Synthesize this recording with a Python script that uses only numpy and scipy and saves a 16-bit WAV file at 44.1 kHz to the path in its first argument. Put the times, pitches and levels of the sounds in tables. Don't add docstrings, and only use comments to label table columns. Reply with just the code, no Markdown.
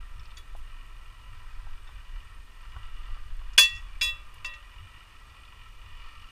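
import sys
import numpy as np
from scipy import signal
from scipy.fft import rfft, irfft, next_fast_len
from scipy.io import wavfile
from scipy.ndimage import uniform_filter1d

SR = 44100
rng = np.random.default_rng(int(sys.argv[2]) if len(sys.argv) > 2 else 0)


def wav_out(sig):
    wavfile.write(sys.argv[1], SR, np.round(np.clip(np.atleast_2d(sig).T, -1, 1) * 32767).astype(np.int16))


def ratio(d):
    e = np.asarray(d, float) / 20
    return 10 ** e


N = 278264

# (time [s], hook level [dB], latch and pin level [dB], delay of the treble modes [s])
BLOWS = [
    (3.579, 0, 0, 0.0067),
    (4.012, 1.5, 0, 0.014),
    (4.446, -2.5, -24, .012),
    (.37, -39, -40, .01),
]
BLOW_SPOTS = [0, 1, 1, 0]
HOOK_HZ = [576, 1010, 1212, 1588, 1803, 1910]
LATCH_HZ = [2472, 3403, 3850, 3983, 4194, 4592, 4971, 5828, 6464, 6846, 7141, 7620]
PIN_HZ = [8633, 8762, 9439, 10070, 10871, 11890, 12956, 13776, 13899, 14375, 15056]
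# (level [dB], T60 [s], level [dB], T60 [s])
HOOK_RING = [(-34.5, .18, -57, 0.81), (-29.5, 0.19, -46.5, 0.4), (-39, .37, -50, 1.7),
             (-39, .18, -65, 1.05), (-20.5, .18, -49, 0.47), (-37.5, 1.4, -40, 0.77)]
LATCH_RING = [(-12.5, 0.071, -30, .2), (-6, .22, -22, 0.42), (-33.5, .25, -31.5, .37),
              (-29.5, .18, -45, .25), (-24.5, .15, -56, .27), (-18.5, 0.18, -36, .2), (-19, .14, -26, 0.15),
              (-26.5, .17, -51, .16), (-17, 0.13, -31, 0.13), (-29.5, 0.18, -32, 0.15),
              (-26, .15, -37, 0.14), (-27.5, .22, -53, 0.7)]
PIN_RING = [(-33, .15, -46, .26), (-31, .14, -47, .3), (-22.5, 0.14, -48, .21), (-20.5, .126, -53, .15),
            (-36.5, .12, -58, .17), (-37, .16, -49, 0.4), (-36.5, .15, -48, .28), (-37.5, .15, -54.5, .2),
            (-34.5, .16, -55, .21), (-37.5, .15, -58, .22), (-39, .16, -56, .16)]
# (level [dB], T60 [s], share of the upper twin [ratio, negative = opposed], T60 of that share [s])
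TWINS = [
    (-20, .5, -1.3, 1.05),
    (-25, 0.77, 0.39, 1.8),
    (-32, 0.39, 0.79, 0.54),
    (-59, 0.22, .12, .5),
]
# (free at [s], level [dB], seated at [s], level [dB], choke [dB/s])
SEATING = [
    (0.072, 4.5, 0.23, -4, 800),
    (0.08, 4, 0.13, -8, 110),
    (.1, 3, 0.11, -.6, 130),
    (.04, -1, .06, -11, 700),
]
# (time after the blow [s], peak [dB], centre [Hz], width [octaves], T60 [s])
CRACK = [(-.0005, -10.5, 2700, 0.31, 0.061), (-0.00075, -16.5, 3500, 0.96, .08),
         (.004, -9, 2600, 0.61, .012), (.003, -22, 6000, 0.44, 0.12), (0.017, -31, 3000, .35, .27),
         (.011, -25.5, 11000, .45, .12), (.001, -33, 1050, .5, .1), (.002, -46.5, 190, 0.54, .13)]
# (level [dB], brightness [dB/octave])
FORCE = [
    (0.5, 0.6),
    (-18, 1),
    (-29.5, -2.5),
]
# (time [s], peak [dB], pitch [Hz], T60 [s])
SINGLE_PITCHES = [(3.581, -23.5, 2600, .16), (3.58, -24, 1600, 0.07), (3.755, -51.5, 3403, 0.42),
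                  (4.014, -32, 2363, 0.14), (4.016, -35, 5130, 0.18), (4.457, -46.5, 4980, 0.093),
                  (4.448, -42, 4700, 0.07), (4.455, -52, 3553, .3), (4.447, -52, 3480, .3), (3.582, -27, 3528, .2),
                  (3.583, -29, 5660, .16), (3.583, -27, 2472, .2), (3.581, -36, 1180, .2), (4.449, -54, 3850, .35),
                  (.372, -56, 3850, .12), (.371, -54, 4592, .1)]
# (time [s], peak [dB], centre [Hz], T60 [s])
REBOUNDS = [(3.608, -24, 5200, .11), (3.632, -34, 5460, 0.12), (3.69, -51.5, 5440, .22),
            (3.75, -51, 5000, 0.12), (3.776, -59, 6000, .15), (4.016, -34, 5340, 0.16),
            (4.027, -39, 9500, 0.093), (4.043, -33, 6840, 0.063), (4.06, -45, 6000, .13),
            (4.078, -43, 4500, .065), (4.092, -50, 4800, .06), (4.105, -58, 5000, .15),
            (4.459, -44, 6000, .06), (4.482, -63, 8000, .05), (4.5376, -47, 2800, .06),
            (4.548, -58, 5300, 0.042), (4.4473, -36.5, 2100, .05), (4.447, -48, 6500, .035),
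            (4.012, -40, 6300, .05), (4.381, -54, 2500, .05), (4.0125, -36, 1500, .06),
            (4.447, -47, 1200, .06), (4.538, -55, 4800, .04)]
# (time [s], peak [dB], centre [Hz], width [octaves], T60 [s])
TICKS = [(.194, -52, 3000, .6, .04), (.195, -54, 5000, 0.14, 0.044), (.2324, -55, 4200, 0.5, 0.035),
         (.2538, -53, 4900, .2, 0.044), (.256, -51, 3280, .3, 0.06), (.304, -53, 3200, 0.37, 0.095),
         (.369, -44.5, 4500, 0.46, 0.06), (.372, -49, 2200, 0.37, .08), (.379, -50, 7000, 0.82, 0.059),
         (.565, -63, 9000, .9, .19), (.579, -66, 7000, .9, .12), (1.872, -52, 2390, .7, 0.17),
         (2.698, -57, 3200, .6, .04), (3.533, -51, 4800, 0.52, 0.054), (4.3415, -45.5, 11000, 0.99, 0.028),
         (4.36, -65, 12000, .5, .03), (5.45, -51, 3570, .3, .04)]
# (time [s], peak [dB], centre [Hz], width [octaves], T60 [s])
KNOCKS = [(0.551, -39.5, 850, 0.31, 0.038), (1.67, -46, 966, 0.31, .05), (1.891, -44, 1080, 0.23, 0.047),
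          (2.764, -37, 1104, 0.34, 0.049), (3.09, -50, 790, 0.34, 0.045), (3.167, -44, 1107, .35, 0.046),
          (3.415, -42, 1150, .35, 0.037)]
# (time [s], clatter level [dB], side cover level [dB])
DIESEL = [(0.0, -56.5, -7), (1.2, -56, -9.5), (2.16, -56.5, -6.5), (2.48, -57, -7.5), (2.76, -54.5, -7),
          (3.42, -56, -6.5), (3.88, -55, -7), (4.32, -55, -8), (4.75, -54.5, -10), (5.43, -55.5, -12),
          (5.75, -57, -14), (6.06, -52.5, -11), (6.31, -55.5, -9.5)]
# (frequency [Hz], width [Hz], level [dB])
BLOCK = [(951, 100, -14.5), (1015.5, 83, -3), (1104, 37, 0), (1192, 81, 0), (1311, 57, 1.5),
         (1830, 55, -0.5), (1941, 25, 1), (2360, 47, -5), (2485, 169, -2), (2856, 250, -2), (3413, 190, -9),
         (4500, 1000, -17.5), (5300, 300, -32.5), (3200, 95, -11)]
# (frequency [Hz], width [Hz])
SIDE_COVER = (1577, 180)
# (time [s], buffet level [dB])
GUSTS = [(0.0, -40.5), (0.4, -46.5), (0.6, -39.5), (1.03, -47.5), (1.74, -37.5), (1.77, -47.5), (2.0, -38),
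         (2.07, -53), (2.14, -37.5), (2.27, -50), (2.41, -41.5), (2.51, -48), (3.36, -34), (3.44, -40.5),
         (4.01, -41.5), (5.22, -54), (5.8, -46.5), (6.31, -49.5)]
# (time [s], lift [dB])
PUFFS = [(.18, 11.5), (.47, 6.5), (1.34, 4), (2.0, 4), (2.78, 8), (3.11, 3), (3.3, 4), (3.6, 6), (3.76, 7),
         (4.83, 9.5), (5.29, 5.5), (5.41, 4), (5.7, 7), (5.86, 10.5)]
# (frequency [Hz], level [dB per Hz])
BUFFET = [(2.9, -26), (5.0, -1), (16, 0.5), (28, -0.5), (47, -9), (70, -22.5), (91, -50), (150, -120)]
RUMBLE = [(32, -30.5), (55, -3.5), (70, -6.5), (102, -8.5), (124, -17.5), (183, -35.5), (290, -48),
          (480, -120)]
HISS = [(120, -12), (180, 0.5), (400, -3.5), (800, -5.5), (3000, -6), (6000, -14), (13000, -20),
        (15500, -23)]
# (from [s], to [s], above [Hz], level [dB])
TREBLE_DIPS = [
    (3.568, 3.574, 600, -22),
    (4.343, 4.345, 6500, -15),
]

TWIN_HZ, TWIN_SPLIT_HZ = 2693, 8.5
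TREBLE_HZ = 6000
FIRST_CONTACT_DB, FIRST_CONTACT_S = -8.5, .004
PITCH_OCTAVES, REBOUND_OCTAVES = .006, 0.4
THUD_DB, THUD_HZ, THUD_T60_S = -56.5, 235, .2
ECHO_DB, ECHO_T60_S, ECHO_GAP_S = -35, .6, .03
FIRING_HZ = 44.6
DIESEL_DB_PER_OCTAVE, BRIGHTENS_PER_S = -2.6, 0.24
BUFFET_DB, RUMBLE_DB, RUMBLE_FOLLOWS, PUFF_S = 2.5, -44, 0.29, 0.032
HISS_DB = -63
WHINE_HZ, WHINE_DB, WHINE_DUTY = 8570, -70.5, 0.47
FRAME_HZ, FRAME_START_S = 59.94, .0107
TOP_HZ, CEILING = 15250, .95


def level(x, db):
    return x * ratio(db) / np.sqrt(np.mean(x ** 2))


def columns(rows):
    s, *values = np.transpose(rows)
    return [np.interp(np.arange(N) / SR, s, v) for v in values]


def coloured(points):
    hz, db = np.transpose(points)
    size = next_fast_len(N)
    f = np.arange(size // 2 + 1) * SR / size + 1e-3
    gain = ratio(np.interp(np.log(f), np.log(hz), db, left=-90, right=-90))
    return level(irfft(rfft(rng.standard_normal(size)) * gain, size)[:N], 0)


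def walk(rate):
    k = int(SR / rate)
    steps = np.repeat(rng.standard_normal(N // k + 1), k)
    return 1.3 * uniform_filter1d(uniform_filter1d(steps, k), k)[:N]


def add(out, s, sound):
    i = int(s * SR)
    out[i:i + len(sound)] += sound[:N - i]


def fade(t, t60):
    return ratio(-60 * t / np.clip(t60, .02, 2))


def latch():
    out, t = np.zeros(N), np.arange(SR // 2) / SR
    pitches = np.array(HOOK_HZ + LATCH_HZ + PIN_HZ)
    grips = np.minimum(pitches / 1900, 1) ** 3
    spots = np.reshape(HOOK_RING + LATCH_RING + PIN_RING, (len(pitches), -1, 2))
    for blow, spot, twin, seat in zip(BLOWS, BLOW_SPOTS, TWINS, SEATING):
        s, hook_db, latch_db, delay_s = blow
        twin_db, twin_t60, share, share_t60 = twin
        free_s, top_db, seated_s, seated_db, choke = seat
        phases = 2 * np.pi * rng.random(len(pitches))
        late = np.clip((t - delay_s) / 0.0014, 0, 1)

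        free_db = np.interp(t, [0, FIRST_CONTACT_S, free_s, seated_s],
                            [FIRST_CONTACT_DB, -1.5, top_db, seated_db])
        free_db = np.maximum(free_db - choke * np.maximum(t - seated_s, 0), -40)

        ring = np.zeros(len(t))
        for hz, grip, (db, t60), phase in zip(pitches, grips, spots[:, spot], phases):
            blow_db = hook_db if hz in HOOK_HZ else latch_db
            mode = np.sin(2 * np.pi * hz * t + phase) * fade(t, t60)
            onset = late if hz > TREBLE_HZ else 1
            ring += ratio(db + blow_db + grip * free_db) * mode * onset

        upper = np.sin(2 * np.pi * (TWIN_HZ + TWIN_SPLIT_HZ) * t)
        pair = np.sin(2 * np.pi * TWIN_HZ * t) + share * fade(t, share_t60) * upper
        ring += ratio(twin_db + free_db) * fade(t, twin_t60) * pair
        add(out, s, ring * np.minimum(t / 0.0008, 1) * np.minimum((t[-1] - t) / .08, 1))
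    return out


def rattle():
    rows = []
    for blow, (force_db, bright_db) in zip(BLOWS, FORCE):
        for s, db, hz, octaves, t60 in CRACK:
            peak_db = db + force_db + bright_db * np.log2(hz / 2700)
            rows.append((blow[0] + s, peak_db, hz, octaves, t60))
    rows += [(s, db, hz, PITCH_OCTAVES, t60) for s, db, hz, t60 in SINGLE_PITCHES]
    rows += [(s, db, hz, REBOUND_OCTAVES, t60) for s, db, hz, t60 in REBOUNDS]
    rows.append((BLOWS[1][0], THUD_DB, THUD_HZ, REBOUND_OCTAVES, THUD_T60_S))
    return rows


def contacts(rows, rise_s, metal_db, lumpy_db, chatter_db):
    out, t = np.zeros(N), np.arange(8192) / SR
    f = np.arange(1, len(t) // 2 + 2) * SR / len(t)
    modes = ratio(metal_db * np.minimum(rng.exponential(size=len(f)), 5))
    draws = rng.standard_normal((len(rows), 3, len(t)))
    for (s, db, hz, octaves, t60), (noise, spot, bump) in zip(rows, draws):
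        favour = np.interp(f, np.arange(50) * 453.0, spot[:50])
        colour = ratio(np.clip(lumpy_db, 0, 3.5) * favour)
        bell = np.exp(-.5 * (np.log2(f / hz) / max(octaves, .003)) ** 2)
        band = irfft(rfft(noise) * modes * colour * bell)
        bumps = np.interp(t, np.arange(100) * 0.0027, bump[:100])
        chatter = ratio(chatter_db * bumps * np.minimum(t / .006, 1))
        decay = ratio(-60 * t / max(t60, .01))
        add(out, s, level(band, db - 1) * chatter * np.minimum(t / rise_s, 1) * decay)
    return out


def echo(x):
    t = np.arange(SR // 2) / SR
    gap = np.clip(t / ECHO_GAP_S - 1, 0, 1)
    tail = rng.standard_normal(len(t)) * ratio(-60 * t / ECHO_T60_S) * gap
    return signal.fftconvolve(x, tail * ratio(ECHO_DB) / np.sqrt(np.sum(tail ** 2)))[:N]


def knocks():
    out, t = np.zeros(N), np.arange(4096) / SR
    spreads = rng.uniform(-0.99, 1, (len(KNOCKS), 7))
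    for (s, db, hz, octaves, t60), spread in zip(KNOCKS, spreads):
        pitches = hz * 2 ** (2 * octaves * (np.linspace(-1, 1, 7) + spread / 7))
        modes = np.sin(2 * np.pi * pitches[:, None] * t + .8 * spread[::-1, None])
        ring = np.hanning(9)[1:-1] @ modes
        decay = ratio(-60 * t / max(t60, .01))
        add(out, s, ratio(db - 5.5) * ring * np.minimum(t / .0004, 1) * decay)
    return out


def diesel():
    clatter_db, cover_db = columns(DIESEL)
    phase = np.cumsum(FIRING_HZ * (1 + .003 * walk(3))) / SR
    strength = ratio(2.5 * rng.standard_normal(N // 500))[phase.astype(int)]
    clatter = (.7 + strength * np.exp(-(phase % 1) / .3)) * rng.standard_normal(N)
    tilt = DIESEL_DB_PER_OCTAVE + BRIGHTENS_PER_S * np.arange(N) / SR
    out, swell = np.zeros(N), walk(9)
    for hz, width_hz, db in BLOCK + [(*SIDE_COVER, cover_db)]:
        b, a = signal.iirpeak(hz, hz / (1.28 * width_hz), SR)
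        ring = signal.lfilter(b, a, signal.lfilter(b, a, clatter))
        waver_db = 1.1 * swell + 1.1 * walk(4)
        out += ring * ratio(db + waver_db + tilt * np.log2(hz / 1500))
    return level(out, 0) * ratio(clatter_db)


def wind():
    gust_db, = columns(GUSTS)
    t = np.arange(N) / SR
    puff_db = sum(db * np.exp(-.5 * ((t - s) / PUFF_S) ** 2) for s, db in PUFFS)
    rumble_db = RUMBLE_DB + RUMBLE_FOLLOWS * gust_db + puff_db + 2.0 * walk(11)
    return coloured(BUFFET) * ratio(BUFFET_DB + gust_db) + coloured(RUMBLE) * ratio(rumble_db)


def electronics():
    frames = (np.arange(N) / SR - FRAME_START_S) * FRAME_HZ + 1
    slip, detune, size = rng.standard_normal((N // 700, 3))[frames.astype(int)].T
    gate = uniform_filter1d(1. * (frames % 1 < WHINE_DUTY), 60)
    phase = 2 * np.pi * (WHINE_HZ + 25 * detune) * (frames % 1) / FRAME_HZ + .8 * slip
    whine = gate * np.sin(phase) * ratio(WHINE_DB + 2.8 * size)
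    return coloured(HISS) * ratio(HISS_DB) + whine


def scene():
    steel = latch() + contacts(rattle(), 0.0005, metal_db=5.0, lumpy_db=3.5, chatter_db=3.5)
    steel += contacts(TICKS, 0.0016, metal_db=7.0, lumpy_db=3.0, chatter_db=3.5)
    around = knocks() + diesel() + wind() + electronics()
    fade_in = np.minimum(np.arange(N) / (.008 * SR), 1)
    return ((steel + echo(steel) + around) * fade_in)[None]


def band_limit(x):
    return signal.sosfilt(signal.butter(12, 16510, fs=SR, output="sos"), x)


def record(dry):
    t = np.arange(N) / SR
    low_pass = signal.ellip(8, .2, 60, TOP_HZ, fs=SR, output="sos")
    x = signal.sosfilt(low_pass, CEILING * np.tanh(dry / CEILING))
    for start, end, hz, db in TREBLE_DIPS:
        treble = signal.sosfiltfilt(signal.butter(3, hz, "high", fs=SR, output="sos"), x)
        dip = uniform_filter1d(1. * ((t > start) & (t < end)), 40)
        x = x - (1 - ratio(db)) * dip * treble
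    return band_limit(x)


dry = scene()
out = record(dry)
wav_out(out)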